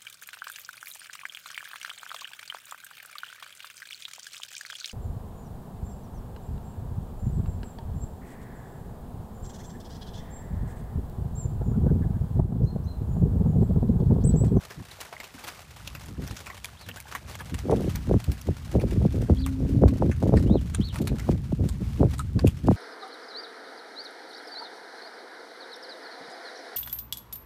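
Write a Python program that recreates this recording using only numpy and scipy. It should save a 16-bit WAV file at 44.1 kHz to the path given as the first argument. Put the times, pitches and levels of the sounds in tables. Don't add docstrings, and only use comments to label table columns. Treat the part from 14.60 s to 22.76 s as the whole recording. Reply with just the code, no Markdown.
import sys
import numpy as np
from scipy import signal
from scipy.fft import rfft, irfft, next_fast_len
from scipy.io import wavfile
from scipy.ndimage import map_coordinates

SR = 44100
rng = np.random.default_rng(int(sys.argv[2]) if len(sys.argv) > 2 else 0)


def store_pcm(level_fs):
    pcm = np.round(np.clip(level_fs, -1, 1) * 32767).astype(np.int16)
    wavfile.write(sys.argv[1], SR, np.atleast_2d(pcm).T)


N = 359856


def amp(db):
    return 10 ** (np.asarray(db) / 20)


def unit(x):
    return x / np.sqrt(np.mean(x ** 2) + 1e-20)


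def curves(rows):
    times, *columns = np.transpose(rows)
    return [np.interp(np.arange(N) / SR, times, column) for column in columns]


def hold(s, length, attack, release):
    t = np.arange(N) / SR
    return np.exp(np.minimum(t - s, 0) / attack - np.maximum(t - s - length, 0) / release)


def wobble(rate):
    knots = rng.standard_normal(int(N * rate / SR) + 4)
    return map_coordinates(knots, [np.arange(N) * rate / SR])


def filtered(x, response):
    size = next_fast_len(len(x) + 8192)
    return irfft(rfft(x, size) * response(np.fft.rfftfreq(size, 1 / SR)), size)[:len(x)]


def coloured(x, points):
    bands, db = np.transpose(points)
    return unit(filtered(x, lambda hz: amp(np.interp(np.log(hz + 1), np.log(bands), db))))


def add(track, s, sound):
    start = max(0, round(s * SR))
    part = track[start:start + len(sound)]
    part += sound[:len(part)]


def grains(size, rate, spread_db):
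    sizes = amp(spread_db * np.minimum(rng.standard_normal(size), 2.5))
    return (rng.random(size) < rate / SR) * sizes * rng.standard_normal(size)


def voice(hz, waver, rate):
    return 2 * np.pi * np.cumsum(hz * (1 + waver * wobble(rate))) / SR


# (frequency [Hz], gain [dB])
AIR_EQ = [(30, -14), (130, 13), (300, -2), (700, -7.5), (1500, -13), (4000, -48.5), (8000, -48),
          (15000, -43)]
def yard_air(level_db=-60):
    return amp(level_db) * coloured(rng.standard_normal(N), AIR_EQ)


# (time [s], pitch [Hz], relative level [dB])
LOW_CONTOUR = [(4.72, 253.4, -70), (4.78, 258.5, -32), (4.88, 271, -32), (4.97, 260.5, -31.5),
               (5.06, 273.6, -37), (5.17, 286.3, -31), (5.32, 268.2, -28.5), (5.42, 247, -54)]
def lowing(level_db=2, overtone_db=-29):
    t, (hz, db) = np.arange(N) / SR, curves(LOW_CONTOUR)
    phase = voice(hz, waver=0.0037, rate=40)
    gain = amp(db + level_db) * (t > LOW_CONTOUR[0][0]) * (t < LOW_CONTOUR[-1][0])
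    return gain * (np.sin(phase) + amp(overtone_db) * np.sin(2 * phase))


# (time of top [s], top pitch [Hz], rise [s], fall [s], level [dB])
CHIRPS = [(2.205, 4620, 0.036, 0.066, -55), (4.802, 4700, 0.033, 0.054, -50.5),
          (5.946, 4110, 0.083, 0.049, -51), (6.256, 4450, 0.046, 0.057, -45)]
def bird(drop=0.36, rasp_db=4, bounce_db=-6, bounce_s=0.012, echo_db=-8, echo_t60=0.2, fade_s=0.003):
    out, t = np.zeros(N), np.arange(N) / SR
    for s, top_hz, rise, fall, db in CHIRPS:
        flank = np.minimum(np.maximum((s - t) / rise, (t - s) / fall), 1)
        arch = 1 - drop * flank ** 1.4
        gain = amp(db) * np.clip(np.minimum(t - s + rise, s + fall - t) / fade_s, 0, 1)
        out += gain * np.sin(voice(top_hz * arch, waver=0.0213, rate=540))
    out *= amp(rasp_db * wobble(150))
    tail = rng.standard_normal(SR // 3) * amp(-60 * np.arange(SR // 3) / SR / echo_t60)
    scattered = signal.fftconvolve(out, tail / np.linalg.norm(tail))[:N]
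    return out + amp(bounce_db) * np.roll(out, int(bounce_s * SR)) + amp(echo_db) * scattered


# (time [s], length [s], relative push [dB], relative flutter [dB])
GUSTS = [(0.174, 0.041, -42.5, -44.5), (1.466, 0.067, -43, -47), (1.587, 0.048, -33, -36),
         (1.701, 0.034, -37, -47), (2.251, 0.064, -44.5, -59), (2.631, 0.052, -43.5, -53),
         (2.922, 0.019, -26, -40), (3.05, .04, -42, -30), (3.097, 0.077, -25.5, -34),
         (3.154, 0.125, -28.5, -29), (3.476, 0.089, -20.5, -29.5), (3.679, 0.037, -25, -36),
         (3.873, 0.037, -22, -37.5), (4.146, 0.038, -21, -25), (4.222, 0.045, -25.5, -28),
         (4.321, 0.043, -25.5, -30.5), (4.407, 0.057, -21, -28.5), (4.539, 0.095, -25, -31.5),
         (4.697, 0.031, -20, -26), (5.002, .06, -23, -31), (5.091, 0.097, -21.5, -32),
         (5.215, 0.064, -17, -26), (5.312, 0.053, -24, -31), (5.407, 0.094, -20, -26.5),
         (5.633, .059, -21, -23), (5.726, 0.05, -16.5, -21.5), (5.802, 0.17, -24.5, -28),
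         (6.189, 0.022, -27, -34), (6.398, .068, -27.5, -30), (6.505, 0.04, -23, -28),
         (6.674, 0.084, -24, -33), (6.998, 0.063, -21, -30), (7.209, 0.013, -23.5, -37),
         (7.403, 0.063, -20, -24), (7.76, 0.014, -20, -30.5), (7.829, 0.047, -19, -30.5),
         (8.044, 0.065, -20, -30)]
def gusts(attack_s=0.0077, release_s=0.011, level_db=0.5):
    out = np.zeros((2, N))
    for s, length, push_db, flutter_db in GUSTS:
        out = np.maximum(out, amp([[push_db], [flutter_db]]) * hold(s, length, attack_s, release_s))
    return amp(level_db) * out


# (time [s], level [dB])
BREEZE = [(0.0, -53.5), (0.7, -59.5), (1.05, -54.5), (1.25, -45.5), (1.65, -40.5), (1.82, -49),
          (2.55, -51.5), (3.0, -35.5), (3.35, -29), (3.8, -43), (4.07, -35.5), (4.3, -25), (4.82, -28.5),
          (5.3, -33.5), (5.85, -20.5), (6.15, -30.5), (7.5, -28.5), (8.16, -34.5)]
# (frequency [Hz], gain [dB])
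RUMBLE_EQ = [(20, -26), (35, -10), (60, 4), (100, 1), (170, -4.5), (260, -10.5), (480, -33), (1200, -95)]
def rumble(gust, breeze_top_hz=180, lag_s=0.0054):
    t, air = np.arange(N) / SR, coloured(rng.standard_normal(N), RUMBLE_EQ)
    dull = unit(filtered(air, lambda hz: 1 / np.hypot(1, (hz / breeze_top_hz) ** 2)))
    breeze = amp(curves(BREEZE)[0])
    swell = np.interp(t - lag_s, t, gust)
    return np.maximum(breeze - swell, 0) * dull + swell * air


def eddy(start_hz, turns, end_hz, ragged=0.28):
    t = np.arange(SR // 14) / SR
    hz = start_hz / (1 + t * start_hz / turns)
    cycles = np.cumsum(hz) / SR
    swell = (1 - np.exp(-cycles ** 2)) * np.exp(-(end_hz / hz) ** 2) * (1 - t / t[-1])
    strands = np.exp(ragged * (2 * rng.random((3, 1)) - 1))
    wave = swell * np.sin(2 * np.pi * (strands * cycles + rng.random((3, 1)))).sum(axis=0)
    strength = np.sqrt(2 * np.sum(wave ** 2 * hz) / np.sum(swell ** 2 * hz))
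    return wave / (strength * swell.max()), hz


def flutter(gust, rate=150, start_hz=440, brighten=0.014, spread_db=6, breeze_db=-18):
    flow = np.hypot(amp(curves(BREEZE)[0] + breeze_db), gust)
    flow_db = 20 * np.log10(flow)
    pitch_hz = start_hz * np.exp(brighten * (flow_db - flow_db.mean()))
    stream, count = np.zeros(N), int(rate * N / SR)
    onsets = (np.arange(count) + rng.random(count)) / count * N
    for onset, (size, detune) in zip(onsets, 2 * rng.random((count, 2)) - 1):
        hz = pitch_hz[int(onset)] * np.exp(0.35 * detune)
        wave, _ = eddy(hz, turns=2.28, end_hz=hz * 0.35)
        add(stream, onset / SR, amp(spread_db * size) * wave)
    return flow * unit(stream)


def hoot(s=3.115, length_s=0.023, level_db=-19, port_hz=473, width_hz=126):
    ring = filtered(rng.standard_normal(N), lambda hz: 1 / (1 + ((hz - port_hz) / width_hz) ** 2))
    return amp(level_db) * hold(s, length_s, attack=0.0081, release=0.0062) * unit(ring)


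# (time [s], strike level [dB], swollen level [dB])
EDDIES = [(3.097, -15.5, -45), (3.116, -16.5, -38), (3.129, -15.5, -30), (3.278, -21.5, -17),
          (3.512, -12, -13.5), (3.541, -18.5, -13.5), (3.888, -23, -18.5), (4.153, -16, -11),
          (4.239, -21.5, -14.5), (4.373, -30.5, -10), (4.452, -17, -11.5), (4.698, -19, -4),
          (5.22, -27, -6), (5.237, -8.5, -7), (5.424, -15, -26), (5.627, -17.5, -16), (5.694, -15, -30),
          (5.74, -12, -5.5), (5.907, -30, -5), (5.956, -11, -38), (6.195, -28.5, -12.5),
          (6.403, -24, -16.5), (6.691, -16, -11.5), (6.925, -20.5, -17.5), (7.402, -17.5, -15),
          (7.431, -15, -10.5), (7.845, -14, -6.5), (8.086, -11, -6.5), (8.113, -17.5, -14)]
def buffets(mid_hz=551, lead_s=0.001287, brighten=0.014, herald_db=-12, herald_s=0.00884):
    out, usual_db = np.zeros(N), np.median(np.transpose(EDDIES)[1])
    for s, strike_db, swollen_db in EDDIES:
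        start_hz = 1.936 * mid_hz * np.exp(brighten * (strike_db - usual_db))
        wave, hz = eddy(start_hz, turns=2.245, end_hz=83.0)
        sunk = np.clip(np.log2(mid_hz / hz) / 2, 0, 1)
        add(out, s - lead_s, wave * ((1 - sunk) * amp(strike_db) + sunk * amp(swollen_db)))
        herald, _ = eddy(mid_hz * 1.335, turns=3.54, end_hz=231)
        add(out, s - herald_s * (0.5 + rng.random()), amp(strike_db + herald_db) * herald)
    return out


# (time [s], relative level [dB])
HERD_MOTION = [(0.0, -57), (0.5, -52.5), (1.1, -58), (1.35, -55.5), (1.52, -58.5), (1.7, -51), (2.2, -56.5),
               (3.2, -53), (3.8, -55), (4.3, -56.5), (5.0, -56.5), (6.0, -58.5), (6.4, -58), (7.0, -60.5),
               (7.35, -54), (7.75, -60.5), (8.16, -60.5)]
# (time [s], length [s], relative level [dB])
SCUFFS = [(0.01, 0.043, -49.5), (0.331, 0.091, -53.5), (0.786, 0.21, -51), (1.169, 0.06, -53),
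          (1.915, 0.089, -61), (2.455, 0.11, -56), (2.675, 0.082, -49.5), (3.142, 0.226, -53),
          (4.095, 0.076, -57.5), (4.283, 0.055, -54), (6.088, .06, -59), (6.329, 0.063, -49.5),
          (6.558, .18, -53.5), (7.514, 0.037, -51.5), (8.11, .05, -51.5)]
def stirring(edge_s=0.005):
    scuffs = sum(amp(db) * hold(s, length, edge_s, edge_s) for s, length, db in SCUFFS)
    return np.hypot(amp(curves(HERD_MOTION)[0]), scuffs)


def pocket(hz, t60, glide=0.11):
    t = np.arange(int(t60 * SR) + 8) / SR
    cycles = hz * t * (1 + glide * t / t60)
    return np.sin(2 * np.pi * cycles) * (1 - np.exp(-cycles)) * amp(-60 * t / t60)


# (frequency [Hz], gain [dB])
CRUMB_EQ = [(150, -14), (400, 1), (700, 3), (1200, 2), (2500, -1), (5000, -4.5), (9000, -9), (15000, -14)]
def rustle(crumb_db=3.5, shift_t60=0.053, shift_share=1.7, wet_db=-5, wet_hz=1900, wet_rate=420):
    t = np.arange(SR // 10) / SR
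    shifts = np.minimum(np.abs(grains(N, rate=40, spread_db=2)), 2)
    settling = signal.fftconvolve(shifts, amp(-60 * t / shift_t60))[:N]
    clumps = amp(1.5 * wobble(35)) + shift_share * settling
    crumbs = coloured(clumps * grains(N, rate=11000, spread_db=2), CRUMB_EQ)
    wet, count = np.zeros(N), int(wet_rate * N / SR)
    times = rng.random(count) * N / SR
    for s, (detune, size, life) in zip(times, np.clip(rng.standard_normal((count, 3)), -2, 2)):
        hz = wet_hz * np.exp(0.6 * detune)
        cycles = 15 * np.exp(0.35 * life)
        add(wet, s, amp(7.2 * size) * pocket(hz, cycles / hz))
    return stirring() * (amp(crumb_db) * crumbs + amp(wet_db) * unit(wet))


# (time [s], pitch [Hz], relative peak [dB], decay t60 [s])
POPS = [(.566, 1940, -32, 0.01), (0.743, 238, -40, 0.07), (2.046, 2270, -26.5, 0.012),
        (2.314, 2840, -29.5, 0.0057), (2.552, 1050, -25, 0.015), (2.8, 1600, -30.5, 0.016),
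        (5.771, 1740, -30, 0.016), (6.148, 8650, -21, 0.0066), (7.594, 1230, -25, 0.024),
        (7.793, 4270, -24.5, 0.0069)]
def pops(level_db=-1, tear=0.9):
    out = np.zeros(N)
    for s, hz, db, t60 in POPS:
        t = np.arange(int(t60 * SR)) / SR
        nudges = tear * grains(len(t), rate=900, spread_db=2) * amp(-30 * t / t60)
        ring = signal.fftconvolve((t == 0) + nudges, pocket(hz, t60))
        add(out, s, amp(db + level_db) * ring / np.abs(ring).max())
    return out


# (frequency [Hz], gain [dB])
SNAP_EQ = [(300, -23), (1500, -2), (3500, 3), (8000, 0), (15000, -3.5)]
def crackle(rate=45, spread_db=4, level_db=-13):
    return amp(curves(HERD_MOTION)[0] + level_db) * coloured(grains(N, rate, spread_db), SNAP_EQ)


def uneven(points, depth_db=6.0):
    hz, db = np.transpose(points)
    grid = np.linspace(np.log(hz[0]), np.log(hz[-1]), 22)
    bumps = depth_db * rng.standard_normal(len(grid))
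    return np.column_stack([np.exp(grid), np.interp(grid, np.log(hz), db) + bumps])


# (frequency [Hz], gain [dB])
CLOD_EQ = [(120, -13), (450, -2), (1100, 2), (2200, -1.5), (4000, -12.5), (12000, -21)]
# (time [s], relative crust level [dB], relative body level [dB])
CRUNCHES = [(0.1053, -38, -40.5), (0.3115, -31, -70), (0.4083, -25, -61), (0.5262, -50, -37.5),
            (0.6, -37, -37.5), (0.6412, -33, -42.5), (0.84, -47.5, -41), (0.8838, -29.5, -40),
            (1.274, -23.5, -40.5), (1.35, -32.5, -40), (1.457, -36, -70), (1.674, -27, -47),
            (1.7662, -25.5, -69), (1.8672, -33, -38.5), (1.8997, -37, -38), (2.0441, -21, -46),
            (2.2877, -27, -38), (2.371, -33, -42.5), (2.401, -25.5, -68), (2.5242, -36, -39),
            (2.55, -27.5, -31.5), (2.806, -51, -39), (2.9426, -24.5, -43), (2.989, -29.5, -49),
            (3.1112, -29, -62), (3.356, -21.5, -41), (3.6423, -27.5, -55), (3.717, -27, -44),
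            (3.812, -30, -62), (4.1976, -45, -42.5), (4.6136, -34, -48.5), (4.863, -25.5, -37),
            (5.28, -33, -41.5), (5.5141, -37, -39), (5.7686, -68, -40), (6.146, -21.5, -40.5),
            (6.358, -26.5, -39), (6.416, -30.5, -68), (6.4723, -23.5, -35), (6.5962, -31, -42),
            (7.0881, -25.5, -50), (7.592, -23, -52), (7.791, -39, -36), (7.8706, -24, -35),
            (8.0688, -33.5, -57)]
def crunches(yield_s=0.00062, crust_t60=0.025, body_t60=0.076, strain_db=-23, strain_t60=0.057,
             crumble_db=-23, crumble_t60=0.18, crust_trim_db=-25, body_trim_db=-10):
    out, t = np.zeros(N), np.arange(-SR // 40, SR // 10) / SR
    after = np.maximum(t, 0)
    strain = amp(strain_db + 60 * np.minimum(t, 0) / strain_t60)
    broken = np.clip(t / yield_s, 0, 1)
    crumble = amp(crumble_db - 60 * after / crumble_t60)
    burst = lambda t60: (1 - broken) * strain + broken * (amp(-60 * after / t60) + crumble)
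    for s, crust_db, body_db in CRUNCHES:
        crust = coloured(burst(crust_t60) * grains(len(t), rate=6000, spread_db=-9.5), uneven(SNAP_EQ))
        body = coloured(burst(body_t60) * grains(len(t), rate=6600, spread_db=-0.5), uneven(CLOD_EQ))
        add(out, s + t[0], amp(crust_db + crust_trim_db) * crust + amp(body_db + body_trim_db) * body)
    return out


def scene():
    push, churn = gusts()
    wind = rumble(push) + flutter(churn) + buffets() + hoot()
    pen = rustle() + yard_air() + crackle() + crunches() + pops()
    return (wind + pen + bird() + lowing())[None]


def record(dry, low_cut_hz=36, top_hz=15300):
    trimmed = signal.sosfilt(signal.butter(2, low_cut_hz, "high", fs=SR, output="sos"), dry[0])
    return filtered(trimmed, lambda hz: hz < top_hz)[None]


dry = scene()
out = record(dry)
store_pcm(out)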